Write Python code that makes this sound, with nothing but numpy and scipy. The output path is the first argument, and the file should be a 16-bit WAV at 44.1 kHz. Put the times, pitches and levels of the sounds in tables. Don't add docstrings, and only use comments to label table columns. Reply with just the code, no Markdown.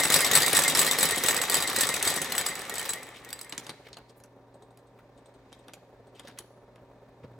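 import sys
import numpy as np
from scipy import signal
from scipy.fft import rfft, irfft
from scipy.io import wavfile
from scipy.ndimage import uniform_filter1d

SR = 44100
rng = np.random.default_rng(int(sys.argv[2]) if len(sys.argv) > 2 else 0)


def store_wav(level_fs):
    pcm = np.round(np.clip(np.atleast_2d(level_fs), -1, 1) * 32767)
    wavfile.write(sys.argv[1], SR, pcm.T.astype(np.int16))


N = 325884
TIME_S = np.arange(N) / SR


def amp(db):
    return 10 ** (np.asarray(db) / 20)


def unit_rms(x):
    return x / np.sqrt(np.mean(x ** 2) + 1e-20)


def at_hz(points, hz):
    points_hz, value = np.transpose(points)
    return np.interp(np.log(hz + 1), np.log(points_hz + 1), value)


def follow(rows, column):
    rows = np.asarray(rows)
    return np.interp(TIME_S, rows[:, 0], rows[:, column])


def add(mix, at_s, sound):
    start = round(at_s * SR)
    sound = sound[..., max(-start, 0):]
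    part = mix[..., max(start, 0):][..., :sound.shape[-1]]
    part += sound[..., :part.shape[-1]]


def colour(x, spectrum, size=4096):
    gain = unit_rms(amp(at_hz(spectrum, abs(np.fft.fftfreq(size, 1 / SR)))))
    log_response = np.conj(signal.hilbert(np.log(gain + 1e-6)))
    taps = np.fft.ifft(np.exp(log_response)).real
    return signal.oaconvolve(x, taps[:size // 2])[:len(x)]


def wander(rate_hz):
    hz = np.fft.rfftfreq(N, 1 / SR)
    return unit_rms(irfft(rfft(rng.standard_normal(N)) / (1 + (hz / rate_hz) ** 4), N))


def rough_noise(rough_db, rate_hz):
    grains = wander(rate_hz)
    grains_db = rough_db * (grains - uniform_filter1d(grains, 3000))
    return unit_rms(rng.standard_normal(N) * amp(grains_db))


def wide_noise(spectrum, rough_db, rate_hz, side_db):
    mid, side = (colour(rough_noise(rough_db, rate_hz), spectrum) for _ in range(2))
    return mid + amp(side_db) * np.array([side, -side])


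def rattle(per_s, size_db, spectrum, fall_s):
    taps = (rng.random(N) < per_s / SR) * amp(size_db * np.minimum(rng.exponential(1, N), 2.5))
    envelope = signal.lfilter([1], [1, -np.exp(-1 / (fall_s * SR))], taps)
    return colour(unit_rms(envelope * rng.standard_normal(N)), spectrum)


def burst(fall_s, rattle_db, rattle_s, rise_s, size=5000):
    t = np.arange(size) / SR
    blow, chatter, clumps = rng.standard_normal((3, size))
    clumps = unit_rms(amp(4.7 * unit_rms(uniform_filter1d(clumps, 90))))
    chatter = amp(rattle_db) * chatter * clumps * np.exp(-t / rattle_s) * (1 - np.exp(-t / .004))
    return blow * np.exp(-t / fall_s) * (1 - np.exp(-t / rise_s)) + chatter


def ring(modes, scatter_db, detune, size=8000):
    hz, db, t60_s = np.transpose(modes)[:, :, None]
    t = np.arange(size) / SR
    strength, shift, phase = rng.standard_normal((3, len(modes), 1))
    envelopes = amp(db + scatter_db * strength - 60 * t / t60_s)
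    return (envelopes * np.sin(2 * np.pi * (hz * (1 + detune * shift) * t + phase))).sum(0)


def clink(force, lo_hz, hi_hz, t60_s, share):
    modes = [(hz, 0, t60_s) for hz in rng.uniform(lo_hz, hi_hz, 9)]
    rung = signal.fftconvolve(force, ring(modes, scatter_db=2, detune=.02))[:len(force)]
    return np.sqrt(1 - share) * force + np.sqrt(share) * rung * np.std(force) / np.std(rung)


def random_pan(sound, spread_db):
    return sound * amp(spread_db * rng.standard_normal() * np.array([[1], [-1]]))


# t/s, level/dB
DRIVE = [(0, 0), (.6, 0), (1.1, -2.5), (2.1, -4), (2.5, -8.5), (2.9, -11.5), (3.15, -19), (3.45, -23.5),
         (3.68, -20), (3.8, -30)]


def drive_db(at_s):
    return np.interp(at_s, *np.transpose(DRIVE))


# t/s, level/dB for each of clamp, pierce, release
STITCHES = [(-.108, -21, -.07, -19, .0347, -24), (.1012, -21.5, .1411, -18, .2463, -23),
            (.3133, -21.5, .3525, -16.3, .4622, -23), (.5298, -21, .569, -20.5, .6793, -21),
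            (.7498, -21.5, .7921, -19, .9115, -23), (.986, -21.5, 1.029, -19.5, 1.159, -30),
            (1.237, -23.5, 1.2845, -19.5, 1.415, -27), (1.4981, -22.5, 1.543, -20.5, 1.6746, -29.5),
            (1.7626, -23, 1.8085, -22, 1.941, -28), (2.0261, -23, 2.0748, -24, 2.2165, -29),
            (2.321, -26, 2.38, -24, 2.5535, -36), (2.6959, -32, 2.7813, -33.5, 3.03, -45),
            (3.2477, -45, 3.3287, -35, 3.4948, -45)]
# angle/deg, relative ring/dB, relative rattle/dB
MAIN_BLOWS = [(0, -12, -6), (64, -1, -5.5), (245, -1, -3.5)]


def shaft(halt_s=3.6935):
    times_s = np.append(np.array(STITCHES)[:, ::2], halt_s)
    angles_deg = [360 * turn + blow[0] for turn in range(len(STITCHES)) for blow in MAIN_BLOWS]
    return times_s, np.append(angles_deg, 360 * len(STITCHES))


def passes_s(deg):
    times_s, angles_deg = shaft()
    return np.interp(deg + 360 * np.arange(len(STITCHES)), angles_deg, times_s)


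# angle/deg, full-drive level/dB, relative ring/dB, relative rattle/dB, slope/(dB/dB)
CONTACTS = [(33, -23.5, -3.5, -5, 1.15), (47, -28.5, 1, -3, 1.5), (76, -25.5, -4, -4, 1.5),
            (98, -19, -6, -6, 1.85), (147, -25, -7, -4, 1.45), (175, -23, -4, -4.5, 1.2),
            (192, -27, -11, -9, 1.6), (276, -24.5, -10, -5.5, 1.5)]
# t/s, level/dB, relative ring/dB, relative rattle/dB
LEVER_DROPS = [(2.4639, -28, 2.5, -8), (2.7543, -36, -6, -7), (2.7948, -31, -9, -25),
               (2.8528, -34.5, -20, -2), (2.8917, -32, 5.5, -3), (2.9042, -37, 2, -7),
               (2.9342, -33, -6, -14), (3.3047, -43, -23, -30), (3.391, -44, -7, -18),
               (3.4128, -38, -6, -19), (3.4463, -49, -12, -24)]


def lever_blows(rattle_db_per_db=.7):
    main = [(s, db, ring_db, rattle_db + rattle_db_per_db * drive_db(s))
            for stitch in STITCHES
            for s, db, (_, ring_db, rattle_db) in zip(stitch[::2], stitch[1::2], MAIN_BLOWS)]
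    lesser = [(s, db + slope * drive_db(s), ring_db, rattle_db + rattle_db_per_db * drive_db(s))
              for deg, db, ring_db, rattle_db, slope in CONTACTS for s in passes_s(deg)]
    return main + lesser + LEVER_DROPS


# f/Hz, level/dB, t60/s
STEEL_MODES = [(6536, -10, 0.053), (7490, -2, 0.043), (7820, 1, 0.11), (7860, -2, 0.04), (8085, -3, .025),
               (9360, -15.5, 0.012), (10230, -9, 0.02494), (12700, -19.5, .03)]
# f/Hz, level/dB
BLOW_SPECTRUM = [(40, -49.5), (150, -24.5), (500, -4.5), (1200, -1.5), (2000, 0.5), (2700, -4.5),
                 (3800, -0.5), (5000, -1.5), (6000, -4.5), (8500, -1.5), (10300, -1.5), (12200, -8),
                 (13400, -4.5), (16000, -8.5)]


def levers(attack_samples=220):
    cracks, rings = np.zeros((2, 2, N))
    for s, db, ring_db, rattle_db in lever_blows():
        fall_s = .0034 * amp(.35 * rattle_db)
        force = burst(fall_s, rattle_db - 4, rattle_s=.014, rise_s=.0002)
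        crack = clink(force, lo_hz=2492, hi_hz=14150, t60_s=.028, share=.32)
        crack *= amp(db + 1) / np.std(crack[:attack_samples])
        push = amp(rattle_db - 24.5) * force
        push[0] += 1
        steel = signal.fftconvolve(push, ring(STEEL_MODES, scatter_db=3, detune=.003))
        steel *= amp(db + ring_db - 2.5) / np.std(steel[:2 * attack_samples])
        add(cracks, s, random_pan(crack, spread_db=1.56))
        add(rings, s, random_pan(steel, spread_db=2))
    return np.array([colour(side, BLOW_SPECTRUM) for side in cracks]) + rings


# angle/deg, rumble/dB, grind/dB, hiss/dB
GEAR_LOAD = [(15, -33, -30, -31.5), (60, -36, -29.5, -28), (110, -35.5, -29, -27.5),
             (145, -37, -29.5, -31.5), (195, -35, -30, -31), (235, -38.5, -33.5, -33.5),
             (280, -35.5, -30, -30.5), (330, -40, -33.5, -32.5)]
# f/Hz, level/dB
RUMBLE_SPECTRUM = [(22, -33), (48, -13), (70, -10.5), (86, -4), (102, -9), (150, -2), (215, -3), (268, 0),
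                   (320, -2), (420, 1.5), (550, 2), (650, -4), (740, -0.5), (900, -10), (1500, -45)]
GRIND_SPECTRUM = [(100, -53.5), (500, -22), (800, 0), (1050, -2), (1230, 3), (1370, -1.5), (1600, -3),
                  (1860, 4.5), (1980, 0), (2200, 1.5), (2600, -6), (3300, -8), (5000, -40.5)]
SLIDE_SPECTRUM = [(300, -54), (2000, -11), (3000, -3.5), (3800, 6.5), (4400, -1.5), (4900, 0), (5700, -2),
                  (7100, -1), (7600, -1), (8000, -1.5), (8500, -6), (10300, -5), (12200, -14.5),
                  (13400, -11.5), (16000, -17.5)]


def gears():
    shaft_deg = np.interp(TIME_S, *shaft())
    load_deg, *loads_db = np.transpose(GEAR_LOAD)
    rumble_db, grind_db, hiss_db = (
        np.interp(shaft_deg, load_deg, load_db, period=360) + db_per_db * drive_db(TIME_S)
        for load_db, db_per_db in zip(loads_db, (1.02, 1.04, 1.42)))
    rumble = amp(rumble_db + .18) * wide_noise(RUMBLE_SPECTRUM, rough_db=3, rate_hz=80, side_db=-18)
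    grind = amp(grind_db - .9) * wide_noise(GRIND_SPECTRUM, rough_db=2.5, rate_hz=72, side_db=-15.5)
    slide = amp(-3.5) * wide_noise(SLIDE_SPECTRUM, rough_db=2, rate_hz=120, side_db=-10)
    teeth = amp(-5) * rattle(per_s=110, size_db=5, spectrum=BLOW_SPECTRUM, fall_s=.0012)
    fade_out = np.clip((3.95 - TIME_S) / .26, 0, 1)
    return fade_out * (rumble + grind + amp(hiss_db) * (slide + teeth))


# f/Hz, level/dB, t60/s
CASTING_MODES = [(1226, -7.5, 0.11), (2010, -6, 0.15), (3148, -6, 0.1523), (4020, -7, 0.22),
                 (4860, -6, .18), (6090, -7, .2), (7540, -1.5, 0.094), (7986, 3.5, 0.12)]


def casting(shake):
    sides = [ring(CASTING_MODES, scatter_db=4, detune=.002, size=SR // 3) for _ in range(2)]
    return amp(-12.5) * np.array([signal.fftconvolve(shake, side / np.linalg.norm(side))[:N]
                                  for side in sides])


# angle/deg, f/Hz, full-drive level/dB
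SPRING_PLUCKS = [(8, 1900, -30), (66, 1810, -31.5), (180, 1890, -29), (196, 2070, -27.5)]


def springs(rise_s=.0078, uneven_db=2, detune=.007):
    out = np.zeros((2, N))
    t = np.arange(SR // 5) / SR
    swell = (t / rise_s / 2) ** 2 * np.exp(2 - t / rise_s)
    for deg, hz, db in SPRING_PLUCKS:
        for s in passes_s(deg):
            strength, shift = rng.standard_normal(2)
            ping = swell * np.sin(2 * np.pi * hz * (1 + detune * shift) * t)
            add(out, s, random_pan(amp(db + drive_db(s) + uneven_db * strength) * ping, spread_db=.5))
    return out


# angle/deg, full-drive level/dB
NEEDLE_THUMPS = [(80, -26.5), (266, -33.5)]
# t/s, level/dB
LATE_THUMPS = [(2.198, -34), (2.932, -50), (3.524, -51), (3.692, -48), (3.971, -52)]
# f/Hz, level/dB, t60/s
FRAME_MODES = [(88, -16.5, .2), (155.4, 0, 0.16), (266.8, -2, .14), (430, -7.5, 0.2), (555, 2, 0.088)]


def needle(rise_s=.01456, db_per_db=2):
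    out = np.zeros(N)
    thumps = [(s, db + db_per_db * drive_db(s)) for deg, db in NEEDLE_THUMPS for s in passes_s(deg)]
    for s, db in thumps + LATE_THUMPS:
        boom = ring(FRAME_MODES, scatter_db=.5, detune=.01)
        onset = 1 - np.exp(-np.arange(len(boom)) / SR / rise_s)
        add(out, s, amp(db - .5) * boom * onset)
    return out


# f/Hz, level/dB
MOTOR_LINES = [(120, -58.5), (269, -69.5), (376, -72.5), (942.5, -73), (1062.5, -78), (1182, -81),
               (1766, -84)]
# t/s, gain/dB
HUM_SWELL = [(0, -9), (4, -5), (5.5, -5), (7.2, -3.5), (7.25, 4.5), (7.39, 5)]


def motor():
    mains, *upper = [amp(db) * np.sqrt(2) * np.sin(2 * np.pi * hz * TIME_S + .3 * wander(rate_hz=4))
                     for hz, db in MOTOR_LINES]
    return mains * amp(follow(HUM_SWELL, 1)) + sum(line * amp(2 * wander(rate_hz=6)) for line in upper)


# t/s, belt rumble/dB, hiss/dB
IDLE_LEVELS = [(3.85, -58, -63), (4.24, -60, -74), (4.71, -58, -74), (4.83, -59, -74), (5.72, -58, -68),
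               (5.89, -59, -72), (6.14, -58, -72), (6.28, -58, -66), (6.53, -59, -73), (7.2, -58, -72)]
# f/Hz, level/dB
BELT_SPECTRUM = [(15, -33), (53, 1), (72, -8), (95, -3.5), (170, -2.5), (225, -3), (275, 0.5), (330, -5),
                 (390, 1.5), (520, -0.5), (575, 4.5), (650, -4), (780, -3.5), (1100, -12), (1700, -19),
                 (3000, -41.5)]
AIR_SPECTRUM = [(150, -39.5), (700, -7.5), (1300, -0.5), (1800, 5.5), (2400, 2.5), (3000, -4), (3700, -1.5),
                (5000, -7), (6000, -9), (7600, -12.5), (8600, -14.5), (10000, -24), (16000, -33.5)]


def belt():
    knocks = amp(-7) * rattle(per_s=22, size_db=3, spectrum=BELT_SPECTRUM, fall_s=.007)
    flutter = wide_noise(BELT_SPECTRUM, rough_db=2.7, rate_hz=44, side_db=-17)
    hiss = wide_noise(AIR_SPECTRUM, rough_db=1.2, rate_hz=60, side_db=-4)
    rumble = amp(follow(IDLE_LEVELS, 1) + 1) * (flutter + knocks)
    return rumble + amp(follow(IDLE_LEVELS, 2) - 1.2) * hiss


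# t/s, length/s, centre f/Hz, level/dB
SCRAPES = [(3.128, .084, 3140, -53), (3.627, .029, 5900, -59), (3.832, .069, 2160, -57.5),
           (3.877, .03, 1170, -61), (3.966, .034, 850, -55), (4.076, .047, 4540, -64.5),
           (4.154, .054, 11900, -69), (4.964, .06, 1400, -64), (6.132, .092, 2800, -60.5),
           (6.216, .13, 3200, -61.5), (6.267, .04, 1700, -53), (6.367, .031, 1900, -54)]


def scrapes():
    out = np.zeros(N)
    grains = rough_noise(rough_db=4, rate_hz=100)
    for s, length_s, hz, db in SCRAPES:
        stroke = grains[int(s * SR):int((s + length_s) * SR)]
        band = [(hz / 5, -30), (hz, 0), (hz * 4, -26)]
        add(out, s, amp(db + 3) * colour(stroke * np.hanning(len(stroke)), band))
    return out


# t/s, level/dB, relative knock/dB, brightness/dB
SMALL_CLICKS = [(3.5242, -34.5, -8, -6.5), (3.5786, -29, -15, -4), (3.6662, -40, -10.5, -1),
                (3.6935, -35.5, -7, -7), (3.93, -49.5, -14, -21), (3.9694, -47, -3, -8),
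                (4.2004, -51.5, -25, 4), (4.2372, -45.5, -16, 4), (4.7733, -49, -19, 8.5),
                (5.52, -66.5, 8.5, -19), (5.5277, -50, -14, -12), (5.5481, -62, -14, -5),
                (5.6823, -50.5, -2.5, -4.5), (5.7352, -39.5, -16, 1), (6.1952, -46.5, -5, -8),
                (6.2732, -53, 1, -24), (6.282, -46, -3, -2), (6.3874, -33, -18, 1.5),
                (6.7583, -61.5, 3, -10.5)]
# f/Hz, level/dB
SNAP_SPECTRUM = [(40, -31), (300, -11), (1500, -9.5), (3600, -1.5), (5500, -5.5), (8000, -9),
                 (11000, -14.5), (16000, -28)]
KNOCK_SPECTRUM = [(30, -29), (120, -3), (300, 9), (600, 2.5), (1000, 3), (1500, 1), (2300, -4.5),
                  (3200, -8), (6000, -66)]
BUMP_SPECTRUM = [(30, -16), (80, -1), (125, 8), (200, -5), (330, -6), (530, 2), (700, -20.5), (1500, -19),
                 (4000, -32), (12000, -55)]


def small_parts(bump_s=7.225):
    snaps, knocks, bump = np.zeros((3, N))
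    for s, db, knock_db, bright_db in SMALL_CLICKS:
        force = burst(fall_s=.0016, rattle_db=-9.5, rattle_s=.0099, rise_s=.0001)
        snap = clink(force, lo_hz=1800, hi_hz=11500, t60_s=.016, share=.3)
        knock = burst(fall_s=.0044, rattle_db=-6, rattle_s=.021, rise_s=.00043)
        add(snaps, s, amp(db + 8) * colour(snap, [(5000, 0), (11000, bright_db + 9.5)]))
        add(knocks, s, amp(db + knock_db + 8) * knock)
    add(bump, bump_s, amp(-40.5) * unit_rms(rng.standard_normal(1700)) * np.hanning(1700))
    return colour(snaps, SNAP_SPECTRUM) + colour(knocks, KNOCK_SPECTRUM) + colour(bump, BUMP_SPECTRUM)


# t/s, length/s, level/dB
TICK_RUNS = [(4.095, .04, -52), (4.54, .12, -51), (4.705, .2, -58), (5.175, .2, -52), (5.589, .04, -53),
             (6.069, .2, -54)]
# f/Hz, level/dB
TICK_SPECTRUM = [(60, -30), (400, 22), (900, 12), (1500, -2), (2500, -8.5), (3700, 2), (5200, -10),
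                 (7200, -4), (8600, 3), (9600, -11), (15000, -22)]


def belt_ticks(lap_s=.082, scatter_db=1.5):
    ticks = np.zeros(N)
    for start_s, length_s, db in TICK_RUNS:
        for s in np.arange(start_s, start_s + length_s, lap_s):
            gain = amp(db + scatter_db * rng.standard_normal())
            add(ticks, s, gain * burst(fall_s=.011, rattle_db=-7, rattle_s=.018, rise_s=.00067))
    return colour(ticks, TICK_SPECTRUM)


# f/Hz, t60/s
ROOM_DECAY = [(100, 0.32), (500, .35), (2000, 0.33), (8000, 0.79), (16000, 0.29)]
# f/Hz, level/dB
ROOM_SEND = [(100, -28), (300, -27), (700, -5.5), (1300, -6.5), (2100, -6.5), (4000, 0.5), (8000, -11.5),
             (14000, 1)]


def workshop(direct, near_db=-8, near_s=.004, tail_db=-13):
    taps = rng.standard_normal((2, SR // 2)) * (rng.random((2, SR // 2)) < .15)
    hz, t, bins = signal.stft(taps, SR, nperseg=256)
    decay = amp(-60 * t / at_hz(ROOM_DECAY, hz)[:, None])
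    tail = signal.istft(bins * decay, SR, nperseg=256)[1]
    t = np.arange(tail.shape[1]) / SR
    tail *= 1 - np.exp(-t / .0027)
    near = rng.standard_normal(len(t)) * np.exp(-t / near_s)
    near *= amp(near_db) / np.linalg.norm(near)
    response = amp(tail_db) * tail / np.linalg.norm(tail[0]) + np.array([near, -near])
    return signal.fftconvolve(colour(direct, ROOM_SEND)[None], response, axes=1)[:, :N]


def scene():
    lean_left = amp([[.4], [-.4]])
    machine = levers() + (gears() + needle()) * lean_left
    direct = machine + casting(machine.mean(0)) + springs()
    direct += small_parts() + scrapes() + motor() + belt() + belt_ticks()
    return amp(-.23) * direct + workshop(direct.mean(0))


def record(dry, cutoff_hz=16000):
    lowpass = signal.firwin(301, cutoff_hz, window=("kaiser", 8), fs=SR)
    return signal.oaconvolve(dry, lowpass[None], "same")


dry = scene()
out = record(dry)
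store_wav(out)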